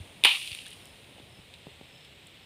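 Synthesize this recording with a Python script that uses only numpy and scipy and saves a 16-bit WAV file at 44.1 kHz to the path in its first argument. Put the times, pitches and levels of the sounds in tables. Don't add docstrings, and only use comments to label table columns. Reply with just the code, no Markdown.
import sys
import numpy as np
from scipy import signal
from scipy.fft import rfft, irfft
from scipy.io import wavfile
from scipy.ndimage import map_coordinates

SR = 44100
rng = np.random.default_rng(int(sys.argv[2]) if len(sys.argv) > 2 else 0)


def inscribe(sig):
    pcm = np.round(np.clip(np.atleast_2d(sig).T, -1, 1) * 32767)
    wavfile.write(sys.argv[1], SR, pcm.astype(np.int16))


N = 108045

# t/s, peak/dB, tail t60/s
CRACKS = [(.2379, -9, 0.0045), (.2387, -4.5, 0.0065), (.2479, -4.5, 0.0046), (.2493, -2.5, 0.0072),
          (.2505, -7.5, 0.011), (.2532, -2.5, 0.0069), (.2549, -7, 0.007), (0.2552, -8.5, 0.013),
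          (.2693, -19, 0.01), (.2825, -38, .012), (.2897, -18.5, 0.01), (.3208, -26, 0.0067),
          (.3580, -22, 0.0071), (.3640, -27, 0.025)]
# t/s, peak/dB
THUDS = [(.2381, -25), (0.2529, -17)]
# t/s, peak/dB, splat t60/s, bubble f/Hz, bubble/splat ratio
DRIPS = [(.4288, -31, .012, 3130, 0.27), (0.4467, -29, 0.0075, 2960, 0.27),
         (0.4754, -24.5, .008, 2400, 0.18), (0.4895, -41, 0.018, 2980, 0.54), (.4945, -40, 0.006, 3050, .2),
         (0.517, -28, .016, 4520, 0.89), (0.529, -29, 0.013, 3180, 0.36), (0.5492, -26, 0.0087, 2400, 0.17),
         (0.5735, -37, 0.024, 2700, .2), (.588, -30, 0.021, 3250, .35), (0.6064, -39, .01, 3900, .2),
         (0.6173, -38, .012, 3000, 0.18), (0.66, -36, 0.015, 2960, 0.12), (0.6651, -33, 0.035, 1710, 0.49),
         (0.676, -39, .03, 3500, .1), (.7148, -35.5, .025, 2470, 0.17), (0.7286, -36, 0.02, 3000, .1),
         (.801, -44, 0.025, 2970, 0.09), (1.198, -40, 0.014, 3340, 0.092), (1.5393, -36, 0.036, 2670, 0.34),
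         (1.705, -47, 0.027, 4150, .3), (2.047, -42.5, 0.056, 2780, 0.088), (2.345, -52, .05, 2880, .1)]
# t/s, peak/dB
TICKS = [(.4585, -33), (.549, -31.5), (.666, -33), (0.6822, -36), (0.706, -35), (.7335, -35.5),
         (.8555, -34.5), (.8725, -45), (2.2703, -39)]
# t/s, peak/dB, ring f/Hz, ring t60/s, push corner f/Hz, ring/push ratio
BUMPS = [(.001, -37.5, 85, 0.081, 89.5, 3.6), (0.5141, -42.5, 88, 0.051, 80, 2.5),
         (0.621, -48.5, 264, .05, 200, 1.2), (1.165, -43, 400, 0.014, 900, 0.32),
         (1.182, -45, 775, .03, 600, 0.91), (1.199, -41.5, 250, 0.048, 900, 0.38),
         (1.23, -57, 107, 0.08, 120, 3), (1.391, -45, 142, 0.043, 150, 1.2),
         (1.6684, -33, 139, 0.075, 800, 0.32), (1.677, -48, 412, 0.072, 300, 2.6),
         (1.812, -37, 136, 0.032, 600, 0.6)]
# t/s, length/s, level/dB
TRILLS = [(0.804, .16, -68), (1.28, 0.14, -67.5), (1.859, 0.23, -67), (2.388, 0.13, -69)]

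# t/s, level/dB
SPRAY_ENVELOPE = [(.236, -93), (.24, -25.5), (.262, -21), (.29, -22), (.325, -26.5), (.364, -33),
                  (.395, -38), (.46, -43.5), (.525, -42), (.565, -48.5), (.64, -50.5), (.72, -56.5),
                  (.82, -64.5), (1.2, -75), (2.45, -88)]
RUMBLE_ENVELOPE = [(0, -53.5), (.22, -54.5), (.29, -69), (.45, -59.5), (.8, -54.5), (1.45, -57.5),
                   (1.6, -57.5), (2.45, -58)]
HISS_ENVELOPE = [(0, -55), (.8, -55.5), (1.2, -56), (1.4, -56.5), (1.6, -56), (1.85, -55), (2.15, -56),
                 (2.45, -55)]

# f/Hz, relative level/dB
CRACK_SPECTRUM = [(60, -33), (200, -21), (1000, -23), (1600, -24), (2300, -3), (2850, 2.5), (3700, -3),
                  (4600, -14.5), (6500, -28), (8200, -24.5), (9400, -13), (11000, -27), (15000, -28)]
THUD_SPECTRUM = [(50, -23), (180, -15.5), (380, -0.5), (650, -5.5), (1050, 2), (1450, -13.5), (2200, -3.5),
                 (5000, -37)]
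SLAP_SPECTRUM = [(60, -43), (200, -34), (380, -12), (620, -10.5), (1000, 1), (1450, -7), (2000, 5.5),
                 (2900, 5.5), (4500, -7), (6500, -35), (9400, -11), (11500, -35), (15000, -31)]
SPRAY_SPECTRUM = [(100, -45), (600, -31), (1500, -33), (2000, -11.5), (2500, 0.5), (2950, 2), (3700, -3),
                  (4600, -16), (6300, -41), (9300, -41), (12000, -40), (15500, -60)]
MIST_SPECTRUM = [(1500, -19), (4500, -3), (6500, -11), (8000, -9), (9300, 1.5), (10500, -9.5), (12500, -14),
                 (15500, -19)]
SHEET_SPECTRUM = [(200, -36), (680, -18), (800, 3), (1120, 0.5), (1400, -2), (1900, -9), (3000, -34)]
SPLAT_SPECTRUM = [(200, -23), (1200, -21), (2000, -15), (2700, 4.5), (3800, 1.5), (5000, -12),
                  (6500, -22.5), (9300, -12.5), (12000, -31), (15500, -28)]
TICK_SPECTRUM = [(1000, -28), (4000, -8), (6500, -13), (8800, 1.5), (10500, -2), (12500, -17),
                 (15500, -14.5)]

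# f/Hz, relative level/dB
RUMBLE_SPECTRUM = [(20, -36), (45, -12.5), (80, -1), (140, -2), (250, -9.5), (550, -10), (900, -15.5),
                   (1500, -23.5), (4000, -34.5)]
HISS_SPECTRUM = [(500, -21), (1400, -10.5), (2200, -0.5), (2800, 1.5), (3800, 0), (4600, -11),
                 (5250, -13.5), (6000, -21), (8300, -22), (9700, -27), (11500, -25), (15500, -35)]
EARLY_FIZZ_SPECTRUM = [(5000, -26), (8000, -14), (9200, -5.5), (10500, -18), (12500, -40)]
LATE_FIZZ_SPECTRUM = [(5000, -25), (7200, -5), (8200, 2), (9500, -9), (12500, -21)]

BURST_S, SLAP_S = CRACKS[0][0], .2535
DROPS_PER_S = 7000


def burst():
    out = np.zeros(N)
    for start_s, peak_db, t60_s in CRACKS:
        add(out, start_s, amp(peak_db) * snap(CRACK_SPECTRUM, t60_s, tail_gain=.14))
    for start_s, peak_db in THUDS:
        add(out, start_s, amp(peak_db) * snap(THUD_SPECTRUM, t60_s=.019, tail_gain=.038))
    t = clock() - SLAP_S
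    swell = fade(-t, t60_s=.039) * fade(t, t60_s=.082)
    slap = colour(patter(DROPS_PER_S, spread_db=3.5), SLAP_SPECTRUM)
    return out + amp(-18) * swell * slap


def spray(thinning_s=.25, mist_db_per_s=42):
    age_s = np.maximum(clock() - BURST_S, 0)
    density = np.exp(-age_s / thinning_s)
    clumps = unit(amp(1.5 * wobble(110)))
    impacts = clumps * patter(DROPS_PER_S * density + 400, spread_db=4)
    drops = envelope(SPRAY_ENVELOPE) * colour(impacts, SPRAY_SPECTRUM)
    mist = colour(patter(9000 * density + 1500, spread_db=3), MIST_SPECTRUM)
    mist_gain = (age_s > 0) * amp(-38 - mist_db_per_s * age_s)
    return drops + mist_gain * mist


def sheet(decay_db_per_s=152, end_s=.378):
    t = clock()
    gain = amp(-33.5 - decay_db_per_s * (t - BURST_S))
    gate = (t > SLAP_S) * fade(t - end_s, t60_s=.1)
    return gain * gate * colour(patter(1460, spread_db=4), SHEET_SPECTRUM)


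def drips():
    out, t = np.zeros(N), clock()[:4096]
    for start_s, peak_db, t60_s, bubble_hz, bubble_ratio in DRIPS:
        bubble = np.sin(2 * np.pi * bubble_hz * t) * fade(t, t60_s=.023)
        drop = snap(SPLAT_SPECTRUM, t60_s, tail_gain=.24) + bubble_ratio * bubble
        add(out, start_s, amp(peak_db) * drop / np.abs(drop).max())
    for start_s, peak_db in TICKS:
        add(out, start_s, amp(peak_db) * snap(TICK_SPECTRUM, t60_s=.0072, tail_gain=.3))
    return out


def walls(x, delay_s=.011, level_db=-14):
    t = clock()[:SR // 2]
    tail = rng.standard_normal(len(t)) * fade(t, t60_s=.26) * (t > delay_s)
    return amp(level_db) * signal.fftconvolve(x, tail / np.linalg.norm(tail))[:N]


def bumps(low_hz=55, high_hz=980):
    out, t = np.zeros(N), clock()[:8192]
    casing = np.vstack([signal.butter(2, low_hz, "high", fs=SR, output="sos"),
                        signal.butter(4, high_hz, fs=SR, output="sos")])
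    for start_s, peak_db, ring_hz, t60_s, corner_hz, ring_ratio in BUMPS:
        rise = 2 * np.pi * corner_hz * t
        push = np.e * rise * np.exp(-rise)
        ring = np.sin(2 * np.pi * ring_hz * t) * fade(t, t60_s) * (1 - np.exp(-rise))
        bump = signal.sosfilt(casing, push - ring_ratio * ring)
        add(out, start_s, -amp(peak_db) * bump / np.abs(bump).max())
    return out


def trills(centre_hz=5246, sweep_hz=303, rasp_hz=130, chirps_per_s=37):
    out = np.zeros(N)
    for start_s, length_s, level_db in TRILLS:
        t = clock()[:int(length_s * SR)]
        cycle = t * chirps_per_s % 1
        pitch_hz = centre_hz + sweep_hz * (.5 - cycle) + rasp_hz * wobble(598)[:len(t)]
        tone = np.sin(2 * np.pi * np.cumsum(pitch_hz) / SR)
        swell = np.sin(np.pi * cycle) * np.sqrt(np.abs(np.sin(np.pi * t / length_s)))
        add(out, start_s, amp(level_db) * unit(swell * tone))
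    t = clock()[:SR // 10]
    blur = rng.standard_normal(len(t)) * fade(t, t60_s=.021)
    return signal.fftconvolve(out, blur / np.linalg.norm(blur))[:N]


def outdoors():
    rumble_gain = envelope(RUMBLE_ENVELOPE) * amp(.45 * wobble(13.85))
    rumble = colour(rng.standard_normal(N), RUMBLE_SPECTRUM)
    hiss_gain = envelope(HISS_ENVELOPE) * amp(.33 * wobble(18))
    hiss = colour(patter(6000, spread_db=2), HISS_SPECTRUM)
    return rumble_gain * rumble + hiss_gain * hiss


def fizz(sink_s=(1.1, 2.14), decay_db_per_s=3.5):
    t = clock()
    blend_rad = np.interp(t, sink_s, [0, np.pi / 2])
    early = np.cos(blend_rad) * colour(rng.standard_normal(N), EARLY_FIZZ_SPECTRUM)
    late = np.sin(blend_rad) * colour(rng.standard_normal(N), LATE_FIZZ_SPECTRUM)
    return amp(-63.5 - decay_db_per_s * t) * (early + late)


def snap(spectrum, t60_s, tail_gain, size=4096):
    x = tail_gain * rng.standard_normal(size) * fade(np.arange(size) / SR, t60_s)
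    x[0] = -1
    x = colour(x, spectrum)
    return x / np.abs(x).max()


def patter(rate_per_s, spread_db):
    chance = np.clip(rate_per_s / SR, 1e-4, 1)
    sizes = amp(spread_db * np.clip(rng.standard_normal(N), -2, 2))
    impacts = unit(sizes * rng.choice([-1, 1], N))
    return (rng.random(N) < chance) * impacts / np.sqrt(chance)


def colour(x, spectrum, size=4096):
    f_hz, level_db = np.transpose(spectrum)
    bins_hz = np.fft.rfftfreq(size, 1 / SR)
    gain = amp(np.interp(np.log(bins_hz + 1), np.log(f_hz), level_db))
    cepstrum = irfft(np.log(gain))
    cepstrum[1:size // 2] *= 2
    cepstrum[size // 2 + 1:] = 0
    response = irfft(np.exp(rfft(cepstrum)))
    return signal.fftconvolve(x, response / np.linalg.norm(response))[:len(x)]


def wobble(knots_per_s):
    return map_coordinates(rng.standard_normal(N), [clock() * knots_per_s], order=1)


def envelope(rows):
    return amp(np.interp(clock(), *np.transpose(rows)))


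def fade(t, t60_s):
    return np.exp(-np.log(1000) * np.maximum(t, 0) / t60_s)


def add(out, start_s, x):
    i = max(round(start_s * SR), 0)
    out[i:i + len(x)] += x[:N - i]


def amp(db):
    return 10 ** (np.asarray(db) / 20)


def unit(x):
    return x / np.sqrt(np.mean(x ** 2) + 1e-20)


def clock():
    return np.arange(N) / SR


def scene():
    water = burst() + spray() + sheet() + drips()
    return (water + walls(water) + bumps() + trills() + outdoors() + fizz())[None]


def record(dry):
    return signal.sosfilt(signal.ellip(12, .1, 90, 15500, fs=SR, output="sos"), dry)


dry = scene()
out = record(dry)
inscribe(out)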